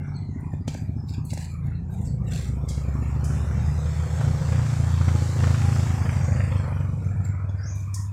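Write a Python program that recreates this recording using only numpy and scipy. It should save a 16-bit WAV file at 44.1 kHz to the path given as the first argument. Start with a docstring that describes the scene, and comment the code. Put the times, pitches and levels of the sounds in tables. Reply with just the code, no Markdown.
"""A slow, thumping engine passes a garden beside a house and throttles down: a train of exhaust pulses rings
rows of pipe resonances, with noise for valve clatter and tyres. Further off a smoother engine, a few gliding
sine orders, gathers speed. Close to the microphone leaves rustle (crackling noise) and a few dry snaps
(short noise bursts over a knock) ring off the wall; small birds chirp in gliding whistles over a low hum and
hazy exhaust roar. A phone with noise suppression listens."""
import sys
import numpy as np
from scipy import signal
from scipy.fft import rfft, irfft, next_fast_len
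from scipy.io import wavfile
from scipy.ndimage import uniform_filter1d, minimum_filter1d, map_coordinates

SR = 44100
rng = np.random.default_rng(int(sys.argv[2]) if len(sys.argv) > 2 else 0)


def persist_wave(psi):
    """Save psi, clipped to +-1, as 16-bit WAV."""
    counts = np.round(np.clip(psi, -1, 1) * 32767).astype(np.int16)
    wavfile.write(sys.argv[1], SR, np.atleast_2d(counts).T)


def voltage_ratio(level):
    """Linear amplitude factor for a level in decibels (scalar or array-like)."""
    return 10 ** (np.asarray(level, float) / 20)


N = 358312

# colour of leaves and stalks: hz, relative density_db (dB per Hz)
LEAF_COLOUR = [(880, -53.5), (1500, 9.5), (1920, 3.5), (2330, 6.5), (3010, 1), (4070, 8.5), (6520, 3.5),
               (7400, 8.5), (10000, -5.5), (15600, -15)]


def unit(x):
    """Bring to rms 1."""
    return x / np.sqrt(np.mean(x ** 2) + 1e-20)


def along(points, hz):
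    """Read (Hz, value) points on a log frequency axis."""
    f, v = np.transpose(points)
    return np.interp(np.log(hz + 1), np.log(f + 1), v)


def curves(rows):
    """One value per sample for each column after the time."""
    s, *cols = np.transpose(rows)
    return [np.interp(np.arange(N) / SR, s, c) for c in cols]


def wobble(rate):
    """A smooth random curve, rate knots a second."""
    knots = rng.standard_normal(int(N * rate / SR) + 4)
    return map_coordinates(knots, [np.arange(N) * rate / SR])


def filtered(x, response):
    """x times a complex response of frequency."""
    m = next_fast_len(len(x) + SR // 2)
    return irfft(rfft(x, m) * response(np.fft.rfftfreq(m, 1 / SR)), m)[:len(x)]


def modes(table):
    """Causal response of a row of resonances (Hz, width Hz, dB), alternating in sign."""
    def response(f):
        total = 0
        for k, (centre, width, db) in enumerate(table):
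            total = total + (-1) ** k * voltage_ratio(db) * 1j * f * width / (centre * centre - f * f + 1j * f * width)
        return total
    return response


def highpass(f, corner_hz):
    """First-order response that thins out everything below the corner."""
    return 1j * f / (corner_hz + 1j * f)


def hiss(spectrum, n=N):
    """Coloured noise of rms 1."""
    return unit(filtered(rng.standard_normal(n), lambda hz: voltage_ratio(along(spectrum, hz))))


def patchy(x, depth_db):
    """x with random patches of gain, some 250 Hz by 100 ms, brought to rms 1."""
    z = signal.stft(x, nperseg=512)[2]
    field = uniform_filter1d(rng.standard_normal(z.shape), size=3, axis=0)
    field = uniform_filter1d(field, size=18, axis=1)
    return unit(signal.istft(z * voltage_ratio(depth_db * unit(field)), nperseg=512)[1][:N])


def hump(s, rise, fall):
    """Squared distance from a peak in units of its rise and fall (at least 5 ms), on a 1 ms grid."""
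    t = np.arange(0, N / SR + .002, .001)
    return ((t - s) / np.where(t < s, max(rise, .005), max(fall, .005))) ** 2


def fine(x):
    """From the 1 ms grid to samples."""
    return np.interp(np.arange(N) / SR * 1000, np.arange(len(x)), x)


def yard(x):
    """The answer of wall and roof: a noise tail in which each frequency dies at its own speed."""
    # echo time of the yard: hz, t60_s
    yard_t60 = [(100, .5), (1000, .5), (5000, .7), (14000, .3)]
    hz, t, z = signal.stft(rng.standard_normal(SR), SR, nperseg=1024)
    tail = signal.istft(z * voltage_ratio(-60 * t / along(yard_t60, hz)[:, None]), SR, nperseg=1024)[1]
    return signal.fftconvolve(x, tail / np.linalg.norm(tail))[:N]


def street():
    """Low hum and hazy exhaust roar, distant traffic and trees, road roar left behind: all coloured noise."""
    # low hum and hazy exhaust roar: hz, relative density_db (dB per Hz)
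    hum_colour = [(18, -35.5), (30, -13), (80, -9), (138, -3), (170, -5.5), (315, -29.5), (400, -22.5),
                  (520, -28.5), (880, -120)]
    # low hum and hazy exhaust roar, ahead of a slow wobble: time_s, level_db
    hum_level = [(0, -37), (1, -38), (2, -35.5), (3.3, -30), (4.7, -30), (5.5, -36.5), (6.5, -37),
                 (7.2, -36), (8.12, -52)]
    # distant traffic and trees: hz, relative density_db (dB per Hz)
    air_colour = [(250, -31), (400, -31), (600, -2), (1000, -3.5), (1400, -8.5), (2400, -10.5),
                  (2900, -15.5), (4500, -14.5), (7500, -16.5), (10000, -23), (15600, -62)]
    # distant traffic and trees, ahead of a slow wobble: time_s, level_db
    rush_level = [(0, -47.5), (1.2, -49), (2.5, -47.5), (5, -44), (6.6, -43), (7.4, -47.5), (7.7, -48),
                  (8.12, -53)]
    # road roar left behind: hz, relative density_db (dB per Hz)
    roar_colour = [(500, -45), (750, -19.5), (950, 0.5), (1350, 1), (1900, -2.5), (2600, -6), (3200, -63)]
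    # road roar left behind: time_s, level_db
    roar_level = [(0, -65.5), (6.3, -79), (7, -51.5), (7.5, -46), (8.12, -44.5)]
    hum = voltage_ratio(curves(hum_level)[0] + 4.8 * wobble(2.993)) * hiss(hum_colour)
    rush = voltage_ratio(curves(rush_level)[0] + 0.25 * wobble(2.4)) * patchy(hiss(air_colour), depth_db=1.8)
    roar = voltage_ratio(curves(roar_level)[0]) * patchy(hiss(roar_colour), depth_db=1.5)
    return hum + rush + roar


def birds():
    """Small birds: gliding, slightly rough whistles, heard mostly as echo."""
    # chirps: start_s, length_s, from_hz, to_hz, level_db (ahead of the direct and echo shares)
    chirps = [(0.138, 0.046, 4530, 4170, -52.5), (0.161, 0.018, 7980, 7940, -57),
              (0.501, 0.039, 4140, 3675, -59.5), (0.879, 0.004, 4340, 4210, -51),
              (1.679, 0.0304, 4720, 3640, -57), (6.157, 0.17, 4730, 7720, -51.5),
              (7.55, 0.08, 4850, 4930, -54), (7.603, 0.13, 4980, 7070, -48)]
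    out, rasp = np.zeros(N + SR), wobble(400)
    for s, length, from_hz, to_hz, db in chirps:
        u = np.arange(round(length * SR)) / (length * SR)
        hz = from_hz + (to_hz - from_hz) * np.sin(1.2 * u) / np.sin(1.2)  # the glide slows towards its end
        hz = hz + 160 * np.roll(rasp, -round(s * SR))[:len(u)]
        swell = np.sin(np.pi * u ** 0.69) ** .5
        out[round(s * SR):][:len(u)] += voltage_ratio(db) * swell * np.sin(2 * np.pi * np.cumsum(hz) / SR)
    return 0.94 * out[:N] + 1.32 * yard(out[:N])


def far_engine():
    """A smooth drone of three low orders and a faint sixth, each flickering a little on its way over the roofs."""
    # far engine: time_s, firing_pitch_hz, first_order_db, second_order_db
    far_run = [(0, 47.5, -48, -36.5), (1.2, 51.2, -47, -37.5), (2.1, 61, -35.5, -45),
               (2.7, 66.4, -27.5, -43), (3.3, 72.2, -25, -41.5), (3.9, 77.84, -25.5, -32.5),
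               (4.5, 81.9, -27, -35), (5.1, 86, -23.5, -43), (5.7, 90, -26, -72), (6.4, 92.6, -25, -75.5),
               (6.9, 94.5, -25.5, -81), (8.12, 99, -28, -50.5)]
    hz, first_db, second_db = curves(far_run)
    turn = 2 * np.pi * np.cumsum(hz) / SR
    third_db = second_db - 1.1 * np.maximum(hz - 59, 0)  # the third order fades as it revs
    sixth_db = first_db - 34 - .5 * np.maximum(hz - 82, 0) - 4 * np.maximum(hz - 94, 0)
    drone = voltage_ratio(sixth_db + 3 * wobble(5)) * np.sin(6 * turn + .4 * wobble(8))
    for order, db in enumerate((first_db, second_db, third_db), 1):
        tone = np.sin(order * turn + .15 * wobble(3))
        drone = drone + np.sqrt(2) * voltage_ratio(db + 1.2 * wobble(4)) * tone
    return drone


def rustle():
    """Brushed leaves: noise broken into fine crackle; each stroke swells to a rounded peak and fades."""
    # strokes: peak_s, level_db, swell_s, fade_s (each to 20 dB down, none under 5 ms)
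    strokes = [(0.529, -55, 0.017, 0.033), (.72, -50, 0.044, 0.17), (1.075, -49, 0.013, 0.084),
               (1.148, -57.5, 0.038, 0.017), (1.3, -47, 0.075, 0.066), (1.426, -44, 0.087, 0.048),
               (1.531, -48.5, 0.037, 0.042), (1.661, -53.5, .05, 0.031), (1.905, -51, 0.012, 0.11),
               (2.069, -48.5, 0.12, 0.055), (2.32, -48.5, 0.11, 0.12), (2.41, -45.5, 0.11, 0.14),
               (6.57, -54.5, 0.069, 0.08), (6.81, -61, 0.03, 0.057), (7.03, -54, 0.054, 0.16),
               (7.25, -48, 0.065, 0.087), (7.779, -54, 0.018, 0.1)]
    stroke = fine(sum(voltage_ratio(db - 20 * hump(s, swell, fade)) for s, db, swell, fade in strokes))
    crackle = voltage_ratio(2.5 * wobble(70) + 3.2 * wobble(500))
    return stroke * unit(patchy(hiss(LEAF_COLOUR), depth_db=3) * crackle)


def ticks():
    """Tiny dry ticks of stalks: bright noise that dies within milliseconds."""
    # ticks: start_s, level_db (all 7 dB lower in the sound)
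    stalk_ticks = [(0.399, -42), (0.5237, -42), (0.6784, -30.5), (0.7432, -32), (1.1338, -49),
                   (1.3349, -44), (1.3763, -28.5), (1.6691, -32), (1.8996, -45), (6.5744, -46),
                   (6.8144, -63), (7.0219, -49), (7.0707, -50), (7.2304, -52), (7.4884, -41), (7.755, -42)]
    t60_s = 0.016
    out, t = np.zeros(N + SR), np.arange(SR // 20) / SR
    for s, db in stalk_ticks:
        out[round(s * SR):][:len(t)] += voltage_ratio(db - 7.0 - 60 * t / t60_s) * hiss(LEAF_COLOUR, len(t))
    return out[:N]


def snaps():
    """A sharp crack of noise with a hissing echo, and a dull knock of soil and pot under it."""
    # snaps: start_s, level_db (cracks lie 9.5 dB lower), knock_db (over level_db, before the common lift),
    # echo_t60_s (at least 0.02), thinness (0-6 and over, negative as 0; more takes away more of the lows)
    snap_rows = [(0.401, -44, 10, 0.43, 6.1), (0.535, -40, 23.5, 0.13, 1), (0.679, -26, 13, 0.12, 1.9),
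                 (0.749, -44, 30, 0.95, 0.65), (1.136, -33, -5, 0.12, 1.6), (1.2481, -37, -21, 1, 10),
                 (1.3327, -25, 10.5, 0.027, 5.5), (1.3746, -35.5, 20, 0.084, 2),
                 (2.6862, -27.5, -40, 0.39, 3.8), (3.2414, -31.5, 5, 0.82, 5.7),
                 (7.492, -32.5, 17.5, 0.37, 2.2), (7.7524, -35, -10, 0.58, 7), (7.888, -51, -21, 0.47, 2.6),
                 (7.9409, -23.5, -27, 0.38, 5.16)]
    # crack: hz, relative density_db (dB per Hz)
    crack_colour = [(1180, -59), (2000, 1), (2290, 28.5), (2870, 12), (3130, 20), (4040, 12), (6710, 6.5),
                    (9550, -5.5), (12800, -19), (15600, -26)]
    # soil and pot: centre_hz, width_hz, gain_db
    knock_modes = [(240, 90, 10), (370, 70, 7), (520, 120, 7), (900, 120, 2), (1500, 900, -8)]
    knock_lift_db = 16
    out, blows, t = np.zeros(N + SR), np.zeros(N), np.arange(SR // 2) / SR
    for s, db, knock_db, t60, thin in snap_rows:
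        decay = voltage_ratio(-60 * t / 0.046) + .5 * voltage_ratio(-60 * t / max(t60, .02))
        shape = decay * (1 - np.exp(-t / 0.0021))
        crack = filtered(hiss(crack_colour, len(t)),
                         lambda f: (f * f / (f * f + 3500 ** 2) + 1e-9) ** max(thin, 0))
        out[round(s * SR):][:len(t)] += voltage_ratio(db - 9.5) * shape * unit(crack)
        blows[round(s * SR)] = voltage_ratio(db + knock_db + knock_lift_db)
    return out[:N] + filtered(blows, lambda f: modes(knock_modes)(f) * 1500 / (1500 + 1j * f))


def whine():
    """Thin, slightly unsteady tones that surface briefly from the roar and sink back."""
    # thin tones: start_s, length_s, from_hz, to_hz, level_db
    thin_tones = [(3.55, .65, 482, 492, -48), (4.08, .55, 536, 530, -46), (5.06, .22, 858, 830, -45),
                  (5.58, .27, 812, 795, -47), (5.86, .16, 750, 758, -47)]
    out, drift, flutter = np.zeros(N + SR), wobble(15), voltage_ratio(3 * wobble(12))
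    for s, length, from_hz, to_hz, db in thin_tones:
        u, i = np.arange(round(length * SR)) / (length * SR), round(s * SR)
        hz = from_hz + (to_hz - from_hz) * u + 3 * drift[i:i + len(u)]
        out[i:][:len(u)] += voltage_ratio(db) * np.sin(np.pi * u) ** .5 * np.sin(2 * np.pi * np.cumsum(hz) / SR)
    return out[:N] * flutter


def surges():
    """Change of level in dB as the engine fires harder or, once, softer: a quick onset, a rounded return."""
    # runs of harder or softer firing: peak_s, change_db, return_s (to 1/e of the change)
    firing_runs = [(0.308, 3, 0.096), (0.66, 4.5, 0.047), (1.185, 5.5, 0.11), (1.31, 4, 0.049),
                   (1.652, 13, 0.12), (2.006, 5, 0.091), (2.49, 5, 0.29), (2.942, 5.5, 0.15),
                   (4.192, 8, 0.2), (4.524, 6, 0.3), (4.984, 2, 0.04), (5.054, 4, 0.13), (5.414, 1.5, 0.41),
                   (6.286, 5.5, 0.14), (7.025, -2, 0.15)]
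    onset_s = 0.0053
    return fine(sum(db * np.exp(-hump(s, onset_s, length)) for s, db, length in firing_runs))


def firings():
    """Sample position and size of every firing; every second one is weaker and the running is lumpy."""
    # near engine: time_s, firings_hz, weakness of every second firing (0-1)
    running = [(0, 28.66, .55), (.9, 27.9, .68), (1.3, 27.85, .66), (1.4, 27.86, .3), (1.6, 27.88, .26),
               (2.1, 28.1, .3), (2.7, 28.72, .52), (3.1, 28.75, .48), (3.5, 28.72, .32), (4.5, 28.64, .2),
               (4.85, 28.5, .25), (5.05, 28.47, .65), (5.3, 28.3, .6), (5.4, 28.2, .06), (5.7, 27.75, .04),
               (6.6, 24.7, .07), (7, 22.7, .1), (8.12, 15.5, .1)]
    # the strong and the weak firing change places: time_s
    swap_times = [.45, 1.9, 2.85, 4.5]
    rate, weak = curves(running)
    at = np.flatnonzero(np.diff(np.floor(np.cumsum(rate) / SR + .86)))
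    luck = rng.standard_normal((400, 2))[:len(at)]
    second = (np.arange(len(at)) + np.searchsorted(swap_times, at / SR)) % 2
    size = np.where(second, 1 - weak[at], 1) * voltage_ratio((.6 + .9 * weak[at]) * luck[:, 0])
    scatter_s = (.00008 + .0007 * weak[at]) * luck[:, 1]  # lumpy running scatters the timing
    return np.clip(at + (scatter_s * SR).astype(int), 0, N - 1), size


def silencer_boom(pulses, thump_db):
    """The silencer's lowest resonances, rung by the pulses at a nearly steady level."""
    # silencer: centre_hz, width_hz, relative gain_db
    silencer = [(59, 4.2, -7.5), (78.9, 11.7, 4)]
    level_db = -34 + 0.087 * (thump_db - thump_db.mean())  # follows a small share of the thump's swing
    return voltage_ratio(level_db) * unit(filtered(pulses, lambda f: modes(silencer)(f) * highpass(f, 60)))


def pipe_thump(pulses, thump_db):
    """Low resonances of the exhaust pipe; the thump builds up ahead of the bark."""
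    # exhaust pipe: centre_hz, width_hz, relative gain_db
    exhaust_pipe = [(106.4, 27, 6), (142.4, 17.7, 4), (190.5, 15, -10.5)]
    lead_s = .005

    def response(f):
        return modes(exhaust_pipe)(f) * np.exp(2j * np.pi * f * lead_s) * highpass(f, 90)
    return voltage_ratio(thump_db) * unit(filtered(pulses, response))


def tailpipe_bark(pulses, bark_db):
    """Each pulse rings the tailpipe mouth, thinned below and softened above."""
    # tailpipe mouth: centre_hz, width_hz, relative gain_db
    pipe_mouth = [(219, 70, 0), (280.5, 46, 0.5), (372, 40, -8), (476, 22, -14.5)]

    def response(f):
        return modes(pipe_mouth)(f) * highpass(f, 190) ** 2 / (1 + 1j * f / 500) ** 2
    return voltage_ratio(bark_db) * unit(filtered(pulses, response))


def open_pipe(pulses, surge_db):
    """The open tailpipe, dropping at 5.5 s from a higher row of resonances, facing the garden, to a lower one."""
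    # pipe facing the garden: centre_hz, width_hz, relative gain_db
    facing_pipe = [(192, 5.2, -2.5), (310, 30, 2), (470, 46, -14.5)]
    # the same pipe going away: centre_hz, width_hz, relative gain_db
    turned_pipe = [(164, 21, -2), (246, 17, -1.5), (435, 61, -5.5)]
    # open tailpipe, ahead of the surges: time_s, level_db
    facing_level = [(0, -75), (3.4, -69), (3.9, -71), (4.6, -58), (5.2, -37), (5.5, -44), (6, -39),
                    (6.5, -54.5), (7, -56.5), (7.5, -59), (8.12, -83)]
    # two times in falling order, so that the colour switches at once at the second: time_s, time_s
    turn_s = 5.76, 5.5
    coming, going = (unit(filtered(pulses, lambda f: modes(pipe)(f) * highpass(f, 150) ** 2))
                     for pipe in (facing_pipe, turned_pipe))
    gone = np.interp(np.arange(N) / SR, turn_s, [0, 1])
    return voltage_ratio(curves(facing_level)[0] + surge_db) * ((1 - gone) * coming + gone * going)


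def manifold(pulses):
    """Higher pipe overtones, a lower and an upper pair that come and go separately."""
    # two pairs of overtones: centre_hz, width_hz, relative gain_db
    overtone_pairs = [
        [(363, 24, -1.5), (387.5, 32, 1.5)],
        [(495, 72, 5), (593, 52, -5.5)],
    ]
    # overtones on the way: time_s, lower_pair_db, upper_pair_db
    pair_levels = [(0, -52, -67), (1.8, -67, -57.5), (2.3, -49.5, -49), (2.9, -48.5, -49.5),
                   (3.4, -44, -60), (3.8, -48, -50.5), (4.3, -45, -49), (4.8, -50.5, -55),
                   (5.2, -42.5, -42), (5.6, -46, -48.5), (6, -43.5, -46), (6.5, -62, -46),
                   (6.9, -54.5, -46), (7.3, -62.5, -56.5), (8.12, -71, -72)]
    return sum(voltage_ratio(db) * unit(filtered(pulses, lambda f: modes(pair)(f) * highpass(f, 300) ** 3))
               for db, pair in zip(curves(pair_levels), overtone_pairs))


def pop_sizes(at):
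    """Level of each firing's pop in dB: a small scatter, and chosen firings set louder or softer."""
    # pops of chosen firings (the nearest takes the value), some louder and some softer: time_s, level_db
    chosen_pops = [(4.208, 11.5), (4.522, 8), (4.979, -3.5), (5.016, 5.5), (5.084, 11.5), (5.296, 1),
                   (5.402, 3), (5.438, 7.5), (5.473, 4.5), (5.58, 1.5), (5.617, -1.5), (5.653, -3),
                   (5.76, 2), (5.798, 2.5), (6.02, 3.5), (6.057, 8.5), (6.095, 5), (6.208, 2), (6.287, 0),
                   (6.364, -2.5), (6.404, 4), (6.444, -0.5), (6.525, 7), (6.565, 0), (6.811, 4),
                   (7.023, 6.5), (7.161, -4)]
    pop_db = 1.5 * rng.standard_normal(len(at))
    for s, db in chosen_pops:
        pop_db[np.argmin(abs(at + 330 - s * SR))] = db
    return pop_db


def casing_pops(at, size, pop_db):
    """Each firing rings the engine casing's modes, unequally and up to 6 ms apart; the yard answers."""
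    # engine casing: centre_hz, width_hz, relative gain_db
    casing = [(790, 140, -7.5), (1010, 130, -3.5), (1333, 360, 0), (1770, 180, -5.5), (2360, 440, -4.5)]
    # modes above 1500 Hz stand out once it has passed: time_s, gain_db
    pop_bright = [(0, -4), (5.3, -1), (5.9, 2.5), (6.3, 11), (6.6, 10), (7.2, 3.5), (8.12, 9)]
    # pops on the way, ahead of the yard's answer: time_s, level_db
    pop_level = [(0, -64.5), (2.7, -58), (4.1, -86), (5, -57), (5.6, -42.5), (6.1, -53), (6.5, -57.5),
                 (7, -71.5), (7.5, -69), (8.12, -66)]
    spread_s, colour_db = .006, 5
    delay = (spread_s * SR * rng.random((len(at), len(casing)))).astype(int)
    colour = voltage_ratio(colour_db * rng.standard_normal((len(at), len(casing))))
    bright_db = curves(pop_bright)[0][at]
    pops = 0
    for mode, gain, late in zip(casing, colour.T, delay.T):
        strength = size * voltage_ratio(pop_db + (mode[0] > 1500) * bright_db) * gain
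        hits = np.bincount(np.minimum(at + 280 + late, N - 1), strength, N)
        pops = pops + filtered(hits, lambda f: modes([mode])(f) / (1 + 1j * f / 3200) ** 3)
    pops = unit(pops)
    return voltage_ratio(curves(pop_level)[0]) * (pops + .6 * yard(pops))


def valve_clatter(bursts, clatter_db):
    """Patchy noise that bursts with each firing."""
    # clatter: hz, relative density_db (dB per Hz)
    clatter_colour = [(250, -85), (420, -2), (520, -3), (639, -8), (818, -7.5), (903, -10.5), (1370, -10),
                      (1660, -13), (2230, -18.5), (3000, -23.5), (3900, -37.5), (6600, -120)]
    noise = patchy(hiss(clatter_colour), depth_db=1.2)
    return voltage_ratio(clatter_db + .8 * wobble(12)) * unit(noise * (.7 + bursts))


def tyre_hiss(bursts, tyre_db):
    """Rolling tyres: steady bright noise, faintly modulated by the firings."""
    # tyres: hz, relative density_db (dB per Hz)
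    tyre_colour = [(1650, -3.5), (2800, 0), (3230, 4), (3790, 3.5), (5700, 5), (6870, 4), (7440, 6.5),
                   (9700, -6), (15600, -16.5)]
    return voltage_ratio(tyre_db + 0.48 * wobble(14)) * unit(hiss(tyre_colour) * (6 + bursts))


def near_engine():
    """One exhaust pulse per firing drives boom, thump and bark; clatter and pops follow it; tyres hiss."""
    # on the way past, ahead of the surges: time_s, thump_db, bark_db, clatter_db, tyre_hiss_db
    way_past = [(0, -69, -39.5, -46, -79), (.5, -43.5, -39.5, -67, -70), (1, -33, -38.5, -76, -62),
                (1.7, -40, -59, -57, -74), (2.2, -31.5, -48, -57.5, -67), (2.7, -35.5, -45.5, -51.5, -54.5),
                (3.3, -28, -39.5, -43, -54), (3.75, -30, -53, -46, -52.5), (4.1, -32, -65, -45, -49),
                (4.9, -26, -54, -42, -47.5), (5.3, -25, -45, -42, -45.5), (5.65, -24.5, -42, -40, -44),
                (6.3, -27.5, -49, -41.5, -47), (6.6, -26, -42, -42.5, -48), (6.9, -30.5, -44, -42, -46.5),
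                (7.2, -27, -46, -41, -47), (7.5, -36, -53, -44, -50.5), (7.7, -35.5, -49.5, -46.5, -47),
                (8.12, -40.5, -55, -66, -46.5)]
    thump_db, bark_db, clatter_db, tyre_db = curves(way_past)
    surge_db = surges()
    thump_db = thump_db + surge_db
    bark_db = bark_db + 1.6 * surge_db  # the bark swings wider than the thump
    clatter_db = clatter_db + 0.25 * surge_db

    at, size = firings()
    # gas leaves as a blunt puff
    pulses = filtered(np.bincount(at, size, N), lambda f: (450 / (450 + 1j * f)) ** 3)
    low = silencer_boom(pulses, thump_db) + pipe_thump(pulses, thump_db)
    bark = tailpipe_bark(pulses, bark_db) + open_pipe(pulses, surge_db) + manifold(pulses)
    echo = voltage_ratio(-16) * yard(low + voltage_ratio(3) * bark)  # the walls return more of the bark than of the low thump

    pop_db = pop_sizes(at)
    strokes = np.bincount(np.minimum(at + 330, N - 1), size * voltage_ratio(pop_db), N)
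    bursts = signal.lfilter([1], [1, -np.exp(-1 / (.006 * SR))], strokes)  # each dies with a 6 ms time constant
    clatter = valve_clatter(bursts, clatter_db) + casing_pops(at, size, pop_db)
    return low + bark + echo + clatter + tyre_hiss(bursts, tyre_db)


def scene():
    """Two engines, hands among the plants, birds, a low hum with hazy exhaust roar and the far rush of air."""
    background = street() + birds() + far_engine()
    plants = rustle() + ticks() + snaps()
    return (background + plants + whine() + near_engine())[None]


def low_pass(x):
    """Removes everything above the highest recorded frequency."""
    return signal.sosfilt(signal.butter(12, 15730, fs=SR, output="sos"), x)


def record(dry):
    """A slightly bent microphone, then a suppressor closing each narrow band not far above its quiet level."""
    # rise over the quiet level that opens a band: hz, rise_db
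    opening_rise = [(2400, 3.3), (3200, 6)]
    # gain of a closed band: hz, gain_db
    closed_gain = [(330, -3.5), (450, -11.5), (700, -8.5), (2500, -26.5), (3000, -26.5), (8000, -22.5),
                   (15000, -18)]
    x = dry[0] + 0.5 * dry[0] ** 2  # loud low tones mix into difference tones
    x = filtered(x, lambda f: highpass(f, 20) ** 2)
    hz, _, z = signal.stft(x, SR, nperseg=512, noverlap=384)
    power = np.abs(z) ** 2 + 1e-20
    slow = uniform_filter1d(power, size=41, axis=1)
    slow = np.abs(uniform_filter1d(slow, size=7, axis=0))
    quiet = minimum_filter1d(slow, size=1033, axis=1, origin=516)  # the lowest level of the last 3 s
    recent = signal.lfilter([.08], [1, -.92], power, axis=1)
    over_db = 10 * np.log10(recent / (quiet + 1e-20)) - along(opening_rise, hz)[:, None]
    shut = 1 / (1 + np.exp(np.clip(over_db / 1.1, -40, 40)))
    shut = minimum_filter1d(shut, size=15, axis=1, origin=5)  # a band opens at once and lingers
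    gain = voltage_ratio(along(closed_gain, hz)[:, None] * uniform_filter1d(shut, size=3, axis=1))
    kept = signal.istft(z * gain, SR, nperseg=512, noverlap=384)[1]
    return low_pass(kept[None, :N])


dry = scene()
out = record(dry)
persist_wave(out)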